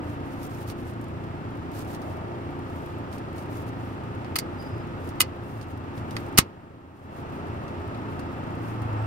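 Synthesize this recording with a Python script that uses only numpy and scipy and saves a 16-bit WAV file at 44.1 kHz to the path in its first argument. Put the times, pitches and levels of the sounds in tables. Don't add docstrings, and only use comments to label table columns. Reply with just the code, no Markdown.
import sys
import numpy as np
from scipy import signal
from scipy.fft import rfft, irfft
from scipy.io import wavfile
from scipy.ndimage import uniform_filter1d, minimum_filter1d

SR = 44100
rng = np.random.default_rng(int(sys.argv[2]) if len(sys.argv) > 2 else 0)


def output_pcm(signal):
    pcm = np.clip(np.atleast_2d(signal).T, -1, 1) * 32767
    wavfile.write(sys.argv[1], SR, np.round(pcm).astype(np.int16))


N = 399546
TIME = np.arange(N) / SR
BINS = np.fft.rfftfreq(N, 1 / SR)

# multiple of the firing rate, level/dB
HARMONICS = [(1, -58), (2, -58), (3, -47.5), (4, -48.5), (5, -45.5), (6, -48), (7, -52), (8, -50.5),
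             (9, -46.5), (10, -49), (11, -51.5), (12, -47), (13, -58.5), (14, -52), (18, -57)]
# f/Hz, half width/Hz, gain/dB
CABIN_MODE = (109, 4.4, 17)
# f/Hz, width/Hz, level/dB
BODY_MODES = [(87.4, 21, -42.5), (108.4, 22, -41)]
# t/s, gain/dB
SWELL = [(0, -.5), (1, -2), (2, -0.84), (6.2, -0.3), (8.6, 0.52), (9.06, 2)]
# f/Hz, level/dB
WASH_SPECTRUM = [(20, -10.5), (55, -8), (85, -5.5), (160, -3.5), (290, 2), (470, -4.5), (750, -4),
                 (1080, -10), (1600, -13.5), (2000, -17), (2900, -22.5), (3800, -28.5), (7000, -40),
                 (15500, -49.5)]
# f/Hz, correlation
WASH_CORRELATION = [(25, .85), (70, 1), (150, 1), (300, .92), (600, .85), (1200, 0.2), (2500, 0.24),
                    (6000, 0.41), (15000, 0.28)]
# f/Hz, width/Hz, level/dB
WHIRR_BANDS = [(905, 83, 6.5), (1264, 230, 7), (1830, 150, 2), (2685, 62, 6.5)]
# start/s, duration/s, f/Hz, width/Hz, gain/dB
WASH_LIFT = (1.58, 1.07, 670, 260, 4.5)
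# start/s, duration/s, level/dB
STROKES = [(.02, .15, -64), (0.227, 0.23, -62.5), (.41, 0.075, -49.5), (0.492, 0.079, -56),
           (0.556, 0.11, -55), (0.659, .075, -48.5), (0.763, .07, -61), (0.838, 0.092, -57.5),
           (1.709, 0.16, -52), (1.858, .12, -53), (1.976, 0.21, -63), (2.62, .36, -66.5),
           (3.109, 0.074, -55.5), (3.348, .1, -58), (3.49, 0.16, -56.5), (3.655, .05, -57.5),
           (3.74, .22, -66), (4.57, .15, -64), (4.985, .14, -62), (5.4, .25, -60.5), (5.68, .06, -61),
           (5.94, .08, -61), (6.058, .23, -60), (6.93, 0.15, -60), (7.11, .12, -59.5), (7.32, 0.094, -66),
           (8.07, .12, -67), (8.6, 0.17, -61)]
# f/Hz, level/dB
RUB_SPECTRUM = [(800, -12), (2500, 1.5), (4500, 0.5), (6000, 0.5), (7300, -0.5), (10000, -0.5), (13000, 0),
                (16000, -3)]
# f/Hz, T60/s
FOOTWELL_DECAY = [(150, 0.12), (700, 0.093), (2000, 0.1), (5000, .09), (14000, 0.036)]
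# f/Hz, left minus right/dB
PORT_BALANCE = [(100, -5), (500, 5.5), (1100, -9.5), (2100, 2.5), (4200, -6.5), (8000, 1.5), (12500, 0.5)]
# f/Hz, level/dB
CRACK_SPECTRUM = [(300, -10.5), (650, -7), (1000, 9.5), (1650, 3), (2900, -3), (4200, 1), (6800, 0),
                  (7800, -3.5), (9000, 4), (10500, -2), (11600, -1), (13000, -2.5), (14300, -1),
                  (15800, -9.5)]
# f/Hz, level/dB, T60/s
HOUSING_MODES = [(920, 1, 0.024), (1244, 5, 0.036), (2048, 2, 0.038), (2270, -6, 0.039), (2520, -3, 0.058),
                 (2897, 0, .042), (3160, -1, .04), (3600, -8.5, .03), (5400, -8.5, 0.024)]
# f/Hz, level/dB, T60/s
PIN_MODES = [(2100, -2, .025), (4470, -1.5, .026), (4720, -1, .026), (4980, -3.5, 0.019), (9650, -7, .022),
             (10400, -10.5, .022), (11400, -7.5, .022), (13600, -9, .022)]
# t/s, level/dB, tilt/(dB/octave)
TICKS = [(.4316, -43, 3), (.6774, -47, -1), (.7004, -39, -12), (.8979, -51, 3), (1.0131, -49.5, 3),
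         (1.947, -41, -7), (2.0178, -45, -8), (3.128, -44.5, -7), (3.1817, -46.5, -5), (3.3817, -45, -5),
         (4.246, -42, -16), (5.0739, -49, 0), (5.0903, -44, -2), (5.6127, -40.5, -9), (5.627, -47, -5),
         (5.9773, -45, -10), (6.1095, -42, -8), (6.2628, -53, -2.5), (7.6804, -48.5, -8), (7.947, -44, -15),
         (8.1936, -44.5, -4), (8.8189, -47.5, -1)]
# t/s, level/dB, low cutoff/Hz, tilt/(dB/octave), housing ring/dB
SNAPS = [(4.357, -26, 1100, -.5, -5), (4.3598, -25.5, 1100, 1, -1), (4.3625, -26, 1100, -1, -8),
         (4.3648, -30, 1400, 0, -2), (4.3856, -30, 3000, 1, -14), (4.3886, -23.5, 1700, 1, -13),
         (4.3968, -33, 1800, 0, -14), (5.2017, -29, 2500, 0.5, -9.5), (5.2051, -12.5, 1700, 0.5, 1.5),
         (5.2088, -18.5, 1498, 2, -3), (5.2149, -14, 2410, 0, -10.5), (5.2228, -30.5, 1406, -5.5, -3),
         (6.1664, -25, 1896, -10, -14), (6.3751, -25, 3000, -0.5, -9), (6.3782, -8.5, 2800, -3.5, -9.5),
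         (6.384, -6.5, 1500, 0.5, -14), (6.3867, -4.5, 800, -1, -7.5)]
# start/s, duration/s, f/Hz, glide/(Hz/s), level/dB
SQUEAKS = [(4.573, .265, 4900, 397, -56), (8.97, .12, 7650, 4000, -71)]
# t/s, peak level/dB, pulse width/s
THUMP = (6.3891, -6, 0.00074)


def gain_of(db):
    return 10 ** (np.asarray(db) / 20)


def unit_rms(x):
    return x / np.sqrt(np.mean(x ** 2) + 1e-20)


def read(points, hz):
    f, value = np.transpose(points)
    return np.interp(np.log(hz + 1), np.log(f + 1), value)


def curve(rows):
    return np.interp(TIME, *np.transpose(rows))


def add(mix, start, sound):
    part = mix[:, round(start * SR):][:, :sound.shape[1]]
    part += sound[:, :part.shape[1]]


def shaped(x, gain):
    return irfft(rfft(x) * gain, x.shape[-1])


def resonance(hz, width):
    return 1 / (1 + (2 * (BINS - hz) / width) ** 2)


def wander(rate_hz):
    return unit_rms(shaped(rng.standard_normal(N), 1 / (1 + (BINS / rate_hz) ** 4)))


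def port_phase(hz, lag_s=0.00038):
    return 2 * np.pi * hz * lag_s


def at_ports(x):
    return np.array([x, shaped(x, np.exp(-1j * port_phase(BINS)))])


def firing_rate(idle_hz=28.91, sag_from_s=8.3, sag_hz_per_s2=4.2):
    return idle_hz - sag_hz_per_s2 * np.maximum(TIME - sag_from_s, 0) ** 2


def engine(level_db=-.5, waver=.33, scatter_rad=0.6, scatter_from_hz=130):
    firing = firing_rate()
    cycles = np.cumsum(firing) / SR
    mode_hz, half_width, mode_db = CABIN_MODE
    out = np.zeros((2, N))
    for order, db in HARMONICS:
        hz = order * firing
        boost_db = mode_db / (1 + ((hz - mode_hz) / half_width) ** 4)
        amplitude = np.sqrt(2) * gain_of(db + level_db + boost_db)
        shift = port_phase(hz[0]) + scatter_rad * rng.choice([-1, 1]) * (hz[0] > scatter_from_hz)
        phase = 2 * np.pi * (order * cycles + rng.random()) - np.array([[0], [shift]])
        out += amplitude * (np.cos(phase) + waver * wander(rate_hz=3.4) * np.sin(phase + np.pi / 4))
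    return out


def body_boom(level_db=-0.8):
    out = np.zeros((2, N))
    for hz, width, db in BODY_MODES:
        vibration = unit_rms(shaped(rng.standard_normal(N), resonance(hz, width)))
        out += at_ports(gain_of(db + level_db + curve(SWELL)) * vibration)
    return out


def wash(level_db=-38.0, throb=0.069, whirr_db=-2, whirr_follow=3.0):
    common, independent = rng.standard_normal((2, N))
    correlation = np.clip(read(WASH_CORRELATION, BINS), 0, 1)
    left, right = at_ports(common)
    right = shaped(right, correlation) + shaped(independent, np.sqrt(1 - correlation ** 2))
    broad = unit_rms(shaped(np.array([left, right]), gain_of(read(WASH_SPECTRUM, BINS))))
    swell_db = curve(SWELL)
    whirr = shaped(broad, sum((gain_of(db) - 1) * resonance(hz, width) for hz, width, db in WHIRR_BANDS))
    whirr *= gain_of(whirr_db + whirr_follow * np.minimum(swell_db, 2))
    modulation = 1 + throb * np.cos(2 * np.pi * np.cumsum(firing_rate()) / SR)
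    return gain_of(level_db + swell_db) * modulation * (broad + whirr)


def hum(start_hz=303, sink_hz=60.1, sink_s=.5, level_db=-39, fade_db_per_s=17.5):
    hz = start_hz - sink_hz * (1 - np.exp(-TIME / sink_s))
    tone = np.sqrt(2) * np.sin(2 * np.pi * np.cumsum(hz) / SR)
    return at_ports(tone * gain_of(level_db - fade_db_per_s * TIME))


def sliding(grip_db=-77, pointedness=0.93, uneven_db=1.5):
    arches = sum(gain_of(db) * np.sin(np.pi * np.clip((TIME - start) / length, 0, 1)) ** pointedness
                 for start, length, db in STROKES)
    return (gain_of(grip_db) + arches) * gain_of(uneven_db * wander(rate_hz=25))


def impulses(per_s, spread_db, max_db):
    occurs = rng.random(N) < per_s / SR
    return occurs * gain_of(np.minimum(spread_db * rng.exponential(1, N), max_db))


def glove(rub_db=1.0, smooth=0.9, crackle_db=-60, crackle_s=.003):
    grains = impulses(per_s=1100, spread_db=1, max_db=4)
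    flutter = unit_rms(np.sqrt(abs(uniform_filter1d(grains ** 2, size=40))) + 1e-9) + smooth
    hiss = unit_rms(shaped(rng.standard_normal((2, N)) * flutter, gain_of(read(RUB_SPECTRUM, BINS))))
    creases = gain_of(crackle_db) * impulses(per_s=12, spread_db=3, max_db=6)
    crackle = signal.lfilter([1], [1, -np.exp(-1 / (crackle_s * SR))], creases)
    return hiss * (gain_of(rub_db) * sliding() + crackle)


def footwell_echo(x):
    hz, t, spectra = signal.stft(rng.standard_normal((2, SR // 3)), SR, nperseg=128)
    decay = gain_of(-60 * t / read(FOOTWELL_DECAY, hz)[:, None])
    tail = signal.istft(spectra * decay, SR, nperseg=128)[1]
    tail[:, :SR // 300] = 0
    return signal.fftconvolve(x, tail / np.linalg.norm(tail[0]), axes=1)[:, :N]


def impact(level_db, t60, low_hz, tilt_db, housing_db, pin_db, spike=1.3, spike_s=0.00079):
    t = np.arange(4096) / SR
    hz = np.fft.rfftfreq(len(t), 1 / SR)

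    def force(f):
        return gain_of(tilt_db * np.log2((f + 1) / 5000)) / np.sqrt(1 + (low_hz / (f + 1)) ** 6)

    def ring(modes):
        f, db, mode_t60 = np.transpose(modes)[:, :, None]
        amplitude = gain_of(db) * force(f)
        phase = 2 * np.pi * (f * t + rng.random((2, len(f), 1)))
        tones = amplitude * gain_of(-60 * t / mode_t60) * np.sin(phase)
        return np.sqrt(2) * tones.sum(1) / np.linalg.norm(amplitude)

    spectrum = gain_of(read(CRACK_SPECTRUM, hz)) * force(hz)
    crack = unit_rms(shaped(rng.standard_normal((2, len(t))), spectrum))
    crack *= gain_of(-60 * t / t60) * (1 + spike * np.exp(-t / spike_s))
    ringing = gain_of(housing_db) * ring(HOUSING_MODES) + gain_of(pin_db) * ring(PIN_MODES)
    return gain_of(level_db) * (crack + ringing)


def ticks(level_db=-5):
    out = np.zeros((2, N))
    for start, db, tilt_db in TICKS:
        tick = impact(db + level_db, t60=0.069, low_hz=3000, tilt_db=tilt_db + 1,
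                      housing_db=-10, pin_db=-10)
        add(out, start, tick)
    return out


def band_lift(x):
    start, length, hz, width, db = WASH_LIFT
    arch = np.sin(np.pi * np.clip((TIME - start) / length, 0, 1)) ** 2
    return x + (gain_of(db) - 1) * arch * shaped(x, resonance(hz, width))


def snaps(level_db=-1, pin_ring_db=-1, light_contact_db=-22.5, ring_loss=0.68):
    out = np.zeros((2, N))
    for start, db, low_hz, tilt_db, housing_db in SNAPS:
        pin_db = pin_ring_db - ring_loss * max(db - light_contact_db, 0)
        t60 = 0.034 * (1500 / low_hz) ** .45
        add(out, start, impact(db + level_db, t60, low_hz, tilt_db, housing_db, pin_db))
    return out


def squeak(start, length, pitch_hz, glide_hz_per_s, level_db,
           jitter=0.0078, octave_db=-19, falter_db=3, rise_s=.028, stop_s=.018, fade_db_per_s=52):
    t = np.clip(TIME - start, 0, length)
    hz = (pitch_hz + glide_hz_per_s * t) * (1 + jitter * wander(rate_hz=336))
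    phase = 2 * np.pi * np.cumsum(hz) / SR
    whistle = np.sin(phase) + gain_of(octave_db) * np.sin(2 * phase)
    whistle *= gain_of(falter_db * wander(rate_hz=39))
    edges = np.minimum(t / rise_s, 1) * np.minimum((length - t) / stop_s, 1)
    return unit_rms(whistle) * edges * gain_of(level_db - fade_db_per_s * t)


def thump(rebound_hz=62):
    peak_s, db, width_s = THUMP
    push = np.exp(-((TIME - peak_s) / width_s) ** 2 / 2)
    swing = signal.sosfilt(signal.butter(2, rebound_hz, "high", fs=SR, output="sos"), push)
    return gain_of(db) * swing / abs(swing).max()


def scene(echo_db=-16):
    near = snaps() + ticks() + glove() + sum(squeak(*row) for row in SQUEAKS)
    near += gain_of(echo_db) * footwell_echo(near)
    port_gains = gain_of(np.outer([.5, -.5], read(PORT_BALANCE, BINS)))
    return shaped(near, port_gains) + thump() + engine() + body_boom() + band_lift(wash()) + hum()


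def record(dry, threshold_db=-17.0, slope=1.28, hold_s=0.57, recover_db_per_s=110, ease_s=0.12,
           hiss_db=-77, edge_hz=15800):
    power_db = 10 * np.log10(abs(uniform_filter1d((dry ** 2).mean(0), size=900)) + 1e-12)
    over_db = slope * np.maximum(power_db - threshold_db, 0)
    hold = 2 * int(hold_s * SR / 2) + 1
    held_db = -minimum_filter1d(-over_db, hold, origin=hold // 2, mode="constant")
    recovery_db = recover_db_per_s * TIME
    duck_db = np.maximum.accumulate(held_db + recovery_db) - recovery_db
    pole = np.exp(-1 / (ease_s * SR))
    eased_db = signal.lfilter([1 - pole], [1, -pole], duck_db)
    ducked = dry * gain_of(-eased_db) + gain_of(hiss_db) * rng.standard_normal(dry.shape)
    low_pass = signal.firwin(511, edge_hz, window=("kaiser", 9), fs=SR)
    return signal.oaconvolve(np.clip(ducked, -1, 1), low_pass[None], "same")


dry = scene()
out = record(dry)
output_pcm(out)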